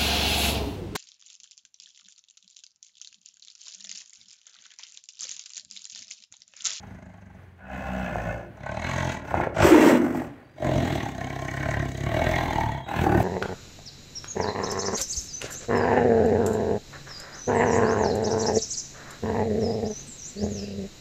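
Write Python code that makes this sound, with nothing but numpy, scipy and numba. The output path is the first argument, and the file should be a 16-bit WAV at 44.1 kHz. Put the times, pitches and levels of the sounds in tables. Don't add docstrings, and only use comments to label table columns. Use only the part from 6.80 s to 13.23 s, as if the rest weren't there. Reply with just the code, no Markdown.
import sys
import numpy as np
from scipy import signal
from scipy.fft import rfft, irfft, next_fast_len
from scipy.io import wavfile
from scipy.ndimage import uniform_filter1d, map_coordinates
from numba import njit

SR = 44100
rng = np.random.default_rng(int(sys.argv[2]) if len(sys.argv) > 2 else 0)


def inscribe(sig):
    pcm = np.round(np.clip(np.atleast_2d(sig).T, -1, 1) * 32767)
    wavfile.write(sys.argv[1], SR, pcm.astype(np.int16))


N = 283563
TIME = np.arange(N) / SR


def amp(db):
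    return 10 ** (np.asarray(db) / 20)


def unit(x):
    return x / np.sqrt(np.mean(x ** 2) + 1e-20)


def curves(rows):
    s, *cols = np.transpose(rows)
    return [np.interp(TIME, s, c) for c in cols]


def wobble(rate):
    knots = rng.standard_normal(int(N * rate / SR) + 4)
    return map_coordinates(knots, [TIME * rate])


def blend(part, a, b):
    part = np.clip(part, 0, 1)
    return np.sqrt(1 - part) * a + np.sqrt(part) * b


def shared(total_db, *over_db):
    first = total_db - 10 * np.log10(1 + sum(amp(db) ** 2 for db in over_db))
    return [first] + [first + db for db in over_db]


def colour(x, points):
    m = 2 * next_fast_len(N // 2 + 4096)
    f, db = np.transpose(points)
    hz = np.fft.rfftfreq(m, 1 / SR)
    gain = amp(np.interp(np.log(hz + 1), np.log(f + 1), db))
    cepstrum = irfft(np.log(gain + 1e-6), m)
    cepstrum[1:m // 2] *= 2
    cepstrum[m // 2 + 1:] = 0
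    return unit(irfft(rfft(x, m) * np.exp(rfft(cepstrum)), m)[:N])


def split(x, edge_hz):
    filters = [signal.butter(3, edge_hz, kind, fs=SR, output="sos") for kind in ("low", "high")]
    return [unit(signal.sosfiltfilt(sos, x)) for sos in filters]


@njit
def two_pole(x, a, b):
    y = np.zeros(len(x))
    for i in range(2, len(x)):
        y[i] = x[i] - x[i - 2] + a[i] * y[i - 1] - b[i] * y[i - 2]
    return y


def ring(x, centre_hz, width_hz):
    r = np.exp(-np.pi * width_hz / SR) * np.ones(N)
    return unit(two_pole(x, 2 * r * np.cos(2 * np.pi * centre_hz / SR), r * r))


def cavities(x, table, drift=0.026, flicker_db=2.8):
    total = 0
    for hz, width, db in table:
        narrow = ring(x, hz * (1 + drift * wobble(6)), width)
        total = total + amp(db + flicker_db * wobble(45)) * ring(narrow, hz * np.ones(N), 5 * width)
    return unit(total)


TICKING = (.012, .22, .21, 0)
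FIRM = (.01, .21, .29, 0)
LOOSE = (.04, .32, .3, 0)
PURRING = (.02, .33, .25, 0)
DOUBLED = (.035, .44, .35, .25)
RAGGED = (.1, .5, .3, 0)
ROARING = (.12, .75, .6, 0)

# start in seconds, way the folds move, inward share 0-1,
# jaws-wide share 0-1, throat in Hz, its glide in Hz per second, mouth in Hz, nose in Hz,
# throat over effort in dB, nose over mouth in dB, rasp over mouth in dB, grit over hiss in dB, fizz over hiss in dB.
POSTURES = [(0, PURRING, 0.53, 0, 248, 0, 645, 812, -15, -4, -3.5, -0.5, -18),
            (.78, DOUBLED, .99, 0.13, 248, 20, 610, 775, -19, -6, -6.5, 12, -5),
            (1.33, DOUBLED, 0.97, 0.034, 333, 30, 600, 770, -12.5, -9.5, -8.5, 6.5, -6.5),
            (1.73, TICKING, 0.31, 0, 261, 5, 638, 807, -12.5, -3, -5.5, 5.5, -22),
            (2.03, FIRM, 0.28, 0, 254, 3, 622, 873, -10.5, -5, -1.5, 3.5, -16),
            (2.43, RAGGED, 0.91, 0.11, 285, 100, 624, 836, -9, -6.5, -7, 7, -6.5),
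            (2.74, LOOSE, 0.7, 0.61, 338, 100, 647, 820, -17.5, -9, -7, 2.5, -18),
            (2.83, ROARING, 0.68, 0.78, 371, -330, 570, 927, -5, -6, -6, 3.5, -2),
            (3.19, RAGGED, 0.45, 0.61, 277.6, 22, 596, 783, -4.5, -3, -1.5, -1.5, 1),
            (3.48, RAGGED, 0.52, 0.55, 272, 20, 600, 790, -7.5, -2, -1, 8, -12),
            (3.76, LOOSE, 0.028, 0.058, 293.5, -100, 622, 810, -6.5, -16, -11, 5.5, -7.5),
            (4.0, LOOSE, 0.071, 0.095, 273, -64, 655, 797, -7.5, 2.5, -3, 9.5, -6),
            (4.301, TICKING, 0.027, .03, 247, 63, 670, 733, -7.5, 0.5, -2, 3.5, -9.5),
            (4.6, TICKING, 0.012, 0.044, 282.2, -5, 651.2, 780, -9, -8, 1, 0.5, -10.5),
            (5.28, FIRM, 0.017, 0.11, 288, 5, 640, 825, -9, -14, -4, 7, -3),
            (5.521, FIRM, 0.0089, 0.0073, 291, -20, 679, 826, -10.5, 3.5, 0.5, 7.5, -5),
            (5.74, FIRM, 0.0071, 0.036, 271, -52, 663, 867, -11, 7, -1.5, 7.5, -5),
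            (6.06, LOOSE, 0.78, 0.25, 296, 95, 672, 827, -10.5, -1.5, -6.5, 14, 2.5),
            (6.231, FIRM, 0.66, 0.15, 346, -200, 676, 774, -5, -1.5, -9, 6.5, 3)]
BLEND_S = .05


def postures():
    rows = np.array([(s, *manner, *rest) for s, manner, *rest in POSTURES])
    current = np.searchsorted(rows[:, 0], TIME, "right").clip(1) - 1
    start, *cols = rows[current].T
    glide = cols.pop(7)
    cols[6] = cols[6] + glide * np.minimum(TIME - start, .6)
    return uniform_filter1d(np.array(cols), size=round(BLEND_S * SR), axis=1)


# time in seconds, rate in Hz.
SLAP_RATE = [(0, 27.23), (.25, 26.05), (.59, 22.8), (.77, 22.73), (.79, 64.14), (.96, 64.66), (1.21, 62.43),
             (1.4, 55.26), (1.69, 58.07), (1.75, 32.59), (1.85, 34.86), (2.1, 44.06), (2.22, 44.01),
             (2.4, 38.83), (2.46, 32.35), (2.7, 32.58), (2.76, 52.44), (3.08, 46.86), (3.46, 42.9),
             (3.74, 45.5), (3.8, 47.07), (3.96, 44.02), (4.04, 41.32), (4.16, 39.54), (4.26, 35.25),
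             (4.34, 31.93), (4.5, 34.31), (4.68, 32.77), (4.91, 36.97), (5.12, 32.2), (5.26, 36.37),
             (5.35, 40.1), (5.46, 41.63), (5.55, 43.07), (5.68, 40.86), (5.8, 39.25), (5.88, 37),
             (6.0, 32.94), (6.09, 41.8), (6.43, 35.48)]
MARKED_SLAPS = [2.045, 3.825, 4.473, 5.418, 5.732, 6.321]


def folds(jitter, length, second, scatter_db=2.0):
    rate_hz, = curves(SLAP_RATE)
    cycle = np.cumsum(rate_hz) / SR
    for last, s in zip([0] + MARKED_SLAPS, MARKED_SLAPS):
        due = cycle[round(s * SR)]
        cycle = cycle + np.interp(TIME, [last, s], [0, round(due) - due])
    cycle = cycle + jitter * wobble(45)
    count = np.floor(np.maximum.accumulate(cycle)).astype(int)
    size = amp(scatter_db * rng.standard_normal(600))[count - count[0]]
    size = size * (1 - second * (count % 2))
    slaps = np.diff(count, prepend=count[0]) * size * np.sqrt(SR / rate_hz)

    def puff(leak, uneven_db=1.5, slip=0.08):
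        turn = 2 * np.pi * (cycle - .06 + slip * wobble(40))
        swell = np.exp(0.098 * (np.cos(turn) - 0.35 * np.sin(2 * turn) - 1) / length ** 2)
        flow = (swell + leak) / np.sqrt(length)
        return unit(amp(uneven_db * wobble(40)) * flow * rng.standard_normal(N))
    return unit(slaps), puff


# frequency in Hz, relative gain in dB.
CHEST_OUT = [(25, -23), (40, 3), (72, 4.5), (100, -2.5), (122, 3), (145, 3), (200, -9), (260, -13),
             (400, -92), (900, -120)]
CHEST_IN = [(25, -38.5), (60, 8), (125, -6), (155, -1.5), (190, 10), (230, -11), (300, -11), (400, -89),
            (900, -120)]
CHEST_WIDE = [(25, -30), (60, 4), (108, 0), (135, 1.5), (165, 7.5), (220, -10), (300, 4), (400, -93),
              (900, -120)]


def chest(flaps, puff, share, inward, wide):
    low = blend(share ** 2, flaps, puff(0.59))
    deep = np.maximum(inward, TIME < POSTURES[1][0])
    breath = blend(deep, colour(low, CHEST_OUT), colour(low, CHEST_IN))
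    return blend(wide, breath, colour(low, CHEST_WIDE))


def throat(flaps, puff, share, wide, hz):
    sharp = ring(blend(share + 0.16, flaps, puff(1.0)), hz, 100 - 45 * wide)
    return ring(sharp, 0.97 * hz, 380 - 170 * wide)


def mouth(slaps, puff, share, inward, hz):
    source = blend(share + .3, slaps, puff(.25))
    sharp = ring(source, hz, 60 + 60 * inward)
    return amp(1.5 * wobble(45)) * ring(sharp, hz, 260 + 150 * inward)


def nose(slaps, puff, share, hz):
    source = blend(share + 0.6, slaps, puff(0.073))
    return amp(1.16 * wobble(45)) * ring(ring(source, hz, 140.0), hz, 155)


# frequency in Hz, width of the sharp ring in Hz, relative level in dB.
RINGS_OUT = [(1054, 29, 1), (1555, 44, 0), (1910, 128, 6.5), (2159, 57, 1.5), (2814, 93, -6.5),
             (3157, 79, -6.5), (3544, 10, -14), (3956, 84, -9.5)]
RINGS_IN = [(1040, 42, -2.5), (1472, 55, 3), (1756, 84, -1.5), (2074, 47, -5.5), (2536, 65, -6.5)]
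RINGS_WIDE = [(1100, 160, 0), (1424, 76, 2.5), (1856, 71, 4), (2470, 80, -17), (2830, 61, -4.5),
              (3990, 47, -15)]
# frequency in Hz, relative gain in dB.
RASP_OUT = [(680, -21), (1150, -40), (1330, -12.5), (1900, -5.5), (2590, -25.5), (3380, -21), (3930, -17.5),
            (4600, -27), (5980, -94), (10100, -120)]
RASP_IN = [(680, -57), (1150, -5), (1700, 10), (1940, -8), (2250, -32), (2590, -15), (2830, -14),
           (4600, -57), (5980, -70), (10100, -120)]
RASP_WIDE = [(500, -51), (850, 1), (932, -12), (1170, 1), (1500, -4), (1620, -17.5), (1880, -4.5),
             (2450, -8.5), (2730, -13), (3490, -18), (4600, -46), (5980, -44), (10100, -120)]


def rasp_and_grit(slaps, puff, share, inward, wide):
    rough, air = blend(share + .6, slaps, puff(.22)), puff(.6)
    out = cavities(rough, RINGS_OUT) + amp(-8) * colour(air, RASP_OUT)
    back = cavities(rough, RINGS_IN, flicker_db=1.0) + amp(-2.5) * colour(air, RASP_IN)
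    roar = cavities(rough, RINGS_WIDE) + amp(3.5) * colour(air, RASP_WIDE)
    bands = zip(*(split(x, 2600) for x in (out, back, roar)))
    return [blend(wide, blend(inward, a, b), c) for a, b, c in bands]


# frequency in Hz, relative gain in dB.
TEETH_AIR = [(3500, -35), (4300, -4), (4800, -1.5), (5400, -8), (6000, 0), (6500, 1), (7100, -10),
             (7800, -2.5), (8600, -12.5), (9400, -10), (11000, -6.5), (14200, -3), (15800, -4)]
TEETH_AIR_WIDE = [(2530, -41), (4300, 7.5), (4900, 7.5), (5770, 12), (6610, 2), (7250, 12.5), (8000, 10.5),
                  (9890, -6.5), (14800, -2), (15800, -11)]


def hiss_and_fizz(puff, wide):
    air = puff(0.91, uneven_db=1.7)
    gap = ring(puff(0.13), 6400 * (1 + 0.032 * wobble(35)), 580)
    teeth = amp(-1.5 + 2.9 * wobble(45)) * gap
    narrow = split(colour(air, TEETH_AIR) + teeth, 9000)
    agape = split(colour(air, TEETH_AIR_WIDE), 9000)
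    return [blend(wide, a, b) for a, b in zip(narrow, agape)]


# time in seconds, effort in dB, chest over effort in dB,
# mouth, nose and rasp together over effort in dB, hiss and grit together over effort in dB.
BREATHS = [
    [(0.0, -50, -5, -5, -20), (0.022, -39.5, -3.5, -11.5, -27), (0.442, -52, 2.5, -5.5, -20.5),
     (0.466, -46, 1, -10.5, -30), (0.65, -57.5, 4.5, -7.5, -21), (0.78, -62, 1, -18, -24)],
    [(2.43, -37, -6, -6, -24), (2.502, -35.5, -5, 3.5, -14.5), (2.538, -28.5, -2, 0, -25),
     (2.562, -27, -6.5, -1, -23.5), (2.64, -26.5, -5, -0.5, -22.5), (2.73, -35, -8, -11, -40)],
    [(6.05, -51, 1, -8, -26), (6.08, -35, -14, 3.5, -15.5), (6.21, -21, -2, -5.5, -18.5),
     (6.284, -18.5, -10.5, -4.5, -33.5), (6.376, -20, -1, -6, -27.5), (6.43, -24, 3.5, -1.5, -20.5)],
    [(0.78, -55, -7, 0, -23), (0.834, -48, -5, 3, -24), (0.946, -34, -3.5, 0.5, -17.5),
     (1.26, -28, -6, -3, -20), (1.316, -29.5, -5, -0.5, -20.5), (1.494, -31, -1, -0.5, -20.5),
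     (1.644, -35.5, -10, -7, -28.5), (1.73, -48, 1, -12, -38)],
    [(1.73, -45, 1.5, -16, -37), (1.774, -52, -3, -1, -16), (1.8, -43, 1.5, -7, -20),
     (1.87, -37.5, -4.5, 2, -18), (1.926, -34.5, -2, -3.5, -16.5), (2.086, -30.5, -2.5, -0.5, -12),
     (2.326, -26, -3.5, -7, -14.5), (2.43, -39.5, -4, -9, -23)],
    [(2.73, -36, -13, -21, -39), (2.754, -32, -6, 0, -18), (2.828, -18.5, -3.5, 1, -13),
     (2.97, -12.5, -26, -5.5, -22.5), (3.094, -12, -29, -7, -21.5), (3.11, -15, -27, -2.5, -20.5),
     (3.176, -19.5, -26, -8.5, -25.5), (3.2, -22.5, -23, -15, -37)],
    [(3.2, -23, -20, -11, -35), (3.262, -26, -16, -6, -28.5), (3.278, -25.5, -16, -10.5, -36),
     (3.38, -31.5, -8.5, -6.5, -24), (3.486, -38, -8, -11, -30.5), (3.538, -51, -13, -12, -23),
     (3.592, -59.5, -5, 5.5, -19), (3.76, -56, -6, -12.5, -17)],
    [(3.77, -54, -7, 6, -11), (3.8, -36.5, -10, -6, -22), (3.84, -21.5, -6, -5, -26.5),
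     (3.92, -22, -5.5, -6.5, -22), (4.02, -22.5, -4.5, -9.5, -19.5), (4.16, -25.5, -6.5, -7.5, -15.5),
     (4.27, -30, -4.5, -6.5, -17), (4.34, -34, -5, -10.5, -20.5), (4.42, -30.5, -4, -6.5, -20),
     (4.56, -33.5, -4, -5, -18), (4.72, -31.5, -3, -7, -19), (4.9, -26.5, -2.5, -5.5, -21),
     (5.0, -28, -1, -7.5, -23), (5.12, -33, -4.5, -18, -18), (5.28, -26.5, -2, -8, -22.5),
     (5.38, -26, -2.5, -2, -16), (5.46, -22.5, -2.5, -6, -21.5), (5.56, -22.5, -2, -6.5, -17),
     (5.7, -23.5, -1, -7, -20), (5.82, -25, -2, -4, -19.5), (5.93, -27.5, -1.5, -8, -24),
     (6.0, -36, -2, -4.5, -20), (6.045, -48, -1, -7, -24)],
]
SEESAW_DB = 1


def tiger():
    effort, chest_over, mouth_over, treble_over = curves(sorted(map(tuple, np.concatenate(BREATHS))))
    (jitter, share, length, second, inward, wide, throat_hz, mouth_hz, nose_hz,
     throat_over, nose_over, rasp_over, grit_over, fizz_over) = postures()
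    nose_over = nose_over + SEESAW_DB * wobble(9)
    mouth_db, nose_db, rasp_db = shared(effort + mouth_over, nose_over, rasp_over)
    hiss_db, grit_db = shared(effort + treble_over, grit_over)
    slaps, puff = folds(jitter, length, second)
    flaps = unit(slaps + 0.44 * np.roll(slaps, 380) + 0.27 * np.roll(slaps, 730))
    rasp, grit = rasp_and_grit(slaps, puff, share, inward, wide)
    hiss, fizz = hiss_and_fizz(puff, wide)
    layers = [(effort + chest_over, chest(flaps, puff, share, inward, wide)),
              (effort + throat_over, throat(flaps, puff, share, wide, throat_hz)),
              (mouth_db, mouth(slaps, puff, share, inward, mouth_hz)),
              (nose_db, nose(slaps, puff, share, nose_hz)),
              (rasp_db, rasp), (grit_db, grit), (hiss_db, hiss), (hiss_db + fizz_over, fizz)]
    return sum(amp(db) * unit(x) for db, x in layers)


# frequency in Hz, time to die by 60 dB in seconds.
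PEN_DECAY = [(100, 0.53), (500, 0.62), (3000, 0.27), (12000, 0.13)]


def pen(x):
    hz, t, z = signal.stft(rng.standard_normal(SR // 2), SR, nperseg=256)
    f, decay_s = np.transpose(PEN_DECAY)
    t60 = np.interp(np.log(hz + 1), np.log(f), decay_s)[:, None]
    tail = signal.istft(z * amp(-60 * t / t60), SR, nperseg=256)[1]
    late = np.pad(x, (500, 0))
    return signal.fftconvolve(late, tail / np.linalg.norm(tail))[:N]


# mean frequency in Hz, mean starting level in dB.
LOW_HUM = [(91.5, -51)]
# frequency in Hz, relative gain in dB.
OUTDOORS = [(18, -40), (30, -14.5), (137, -0.5), (178, -21), (382, -10), (537, -17.5), (1340, -21),
            (1700, -17), (4730, -40), (5540, -44.5), (15800, -47)]
OUTDOORS_DB = -56.5


def night():
    hum = np.zeros(N)
    for hz, db in LOW_HUM:
        turn = 2 * np.pi * np.cumsum(hz + 3 * wobble(8)) / SR
        hum += amp(db + 2 * wobble(12)) * np.sin(turn)
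    noise = amp(OUTDOORS_DB + 2.2 * wobble(8.4)) * colour(rng.standard_normal(N), OUTDOORS)
    return noise + hum * amp(np.interp(TIME, [.9, 1.6], [0, -14]))


# time in seconds, level in dB before a common 2.5 dB cut, ring in Hz.
HARD_SLAPS = [(1.357, -8.5, 710), (1.861, -23, 654), (2.517, -23, 636), (2.542, -1.5, 754),
              (2.601, -4.5, 784), (2.633, -15, 780), (2.672, -8.5, 546), (2.770, -14, 640),
              (2.787, -11, 654), (3.348, -12, 754), (3.419, -14, 745), (3.845, -13, 661.7),
              (6.271, -13, 730)]


def snaps():
    out, t = np.zeros(N + SR), np.arange(SR // 20) / SR
    for s, db, hz in HARD_SLAPS:
        noise = np.convolve(rng.standard_normal(len(t)), np.hanning(24) / 3, "same")
        crack = 0.032 * amp(-60 * t / 0.0067) * noise
        knock = amp(-60 * t / .013) * np.sin(2 * np.pi * hz * t) * (1 - np.exp(-t / .0003))
        out[round(s * SR):][:len(t)] += amp(db - 2.5) * (knock + crack)
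    return out[:N]


# start in seconds, length in seconds, first pitch in Hz, last pitch in Hz,
# mean level in dB.
NOSE_WHISTLES = [(3.55, .07, 4290, 4430, -82), (3.625, .06, 4540, 4600, -76), (3.69, .11, 4790, 4740, -73),
                 (5.871, .2, 3440, 3290, -53), (6.042, .1, 3800, 3880, -48), (6.14, 0.36, 4180, 4860, -58)]


def whistles():
    out = np.zeros(N)
    for s, length, first_hz, last_hz, db in NOSE_WHISTLES:
        done = np.clip((TIME - s) / length, 0, 1)
        on = uniform_filter1d((done > 0) * (done < 1) * 1., size=600)
        hz = first_hz + (last_hz - first_hz) * np.sin(np.pi * done / 2)
        turn = 2 * np.pi * np.cumsum(hz + 60 * wobble(300)) / SR
        tone = np.sin(turn) + amp(-18) * np.sin(2 * turn)
        out += on * amp(db + 4 * wobble(70)) * tone
    return out


def scene():
    cat = tiger() + snaps() + whistles()
    return (cat + amp(-11) * pen(cat) + night())[None]


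TOP_HZ = 15750


def record(dry):
    m = next_fast_len(N + 8192)
    hz = np.fft.rfftfreq(m, 1 / SR)
    held = dry / (1 + np.abs(dry / .68) ** 4) ** .25
    gain = (hz < TOP_HZ) / np.sqrt(1 + (30 / (hz + 1)) ** 4)
    return irfft(rfft(held, m) * gain, m)[:, :N]


dry = scene()
out = record(dry)
inscribe(out)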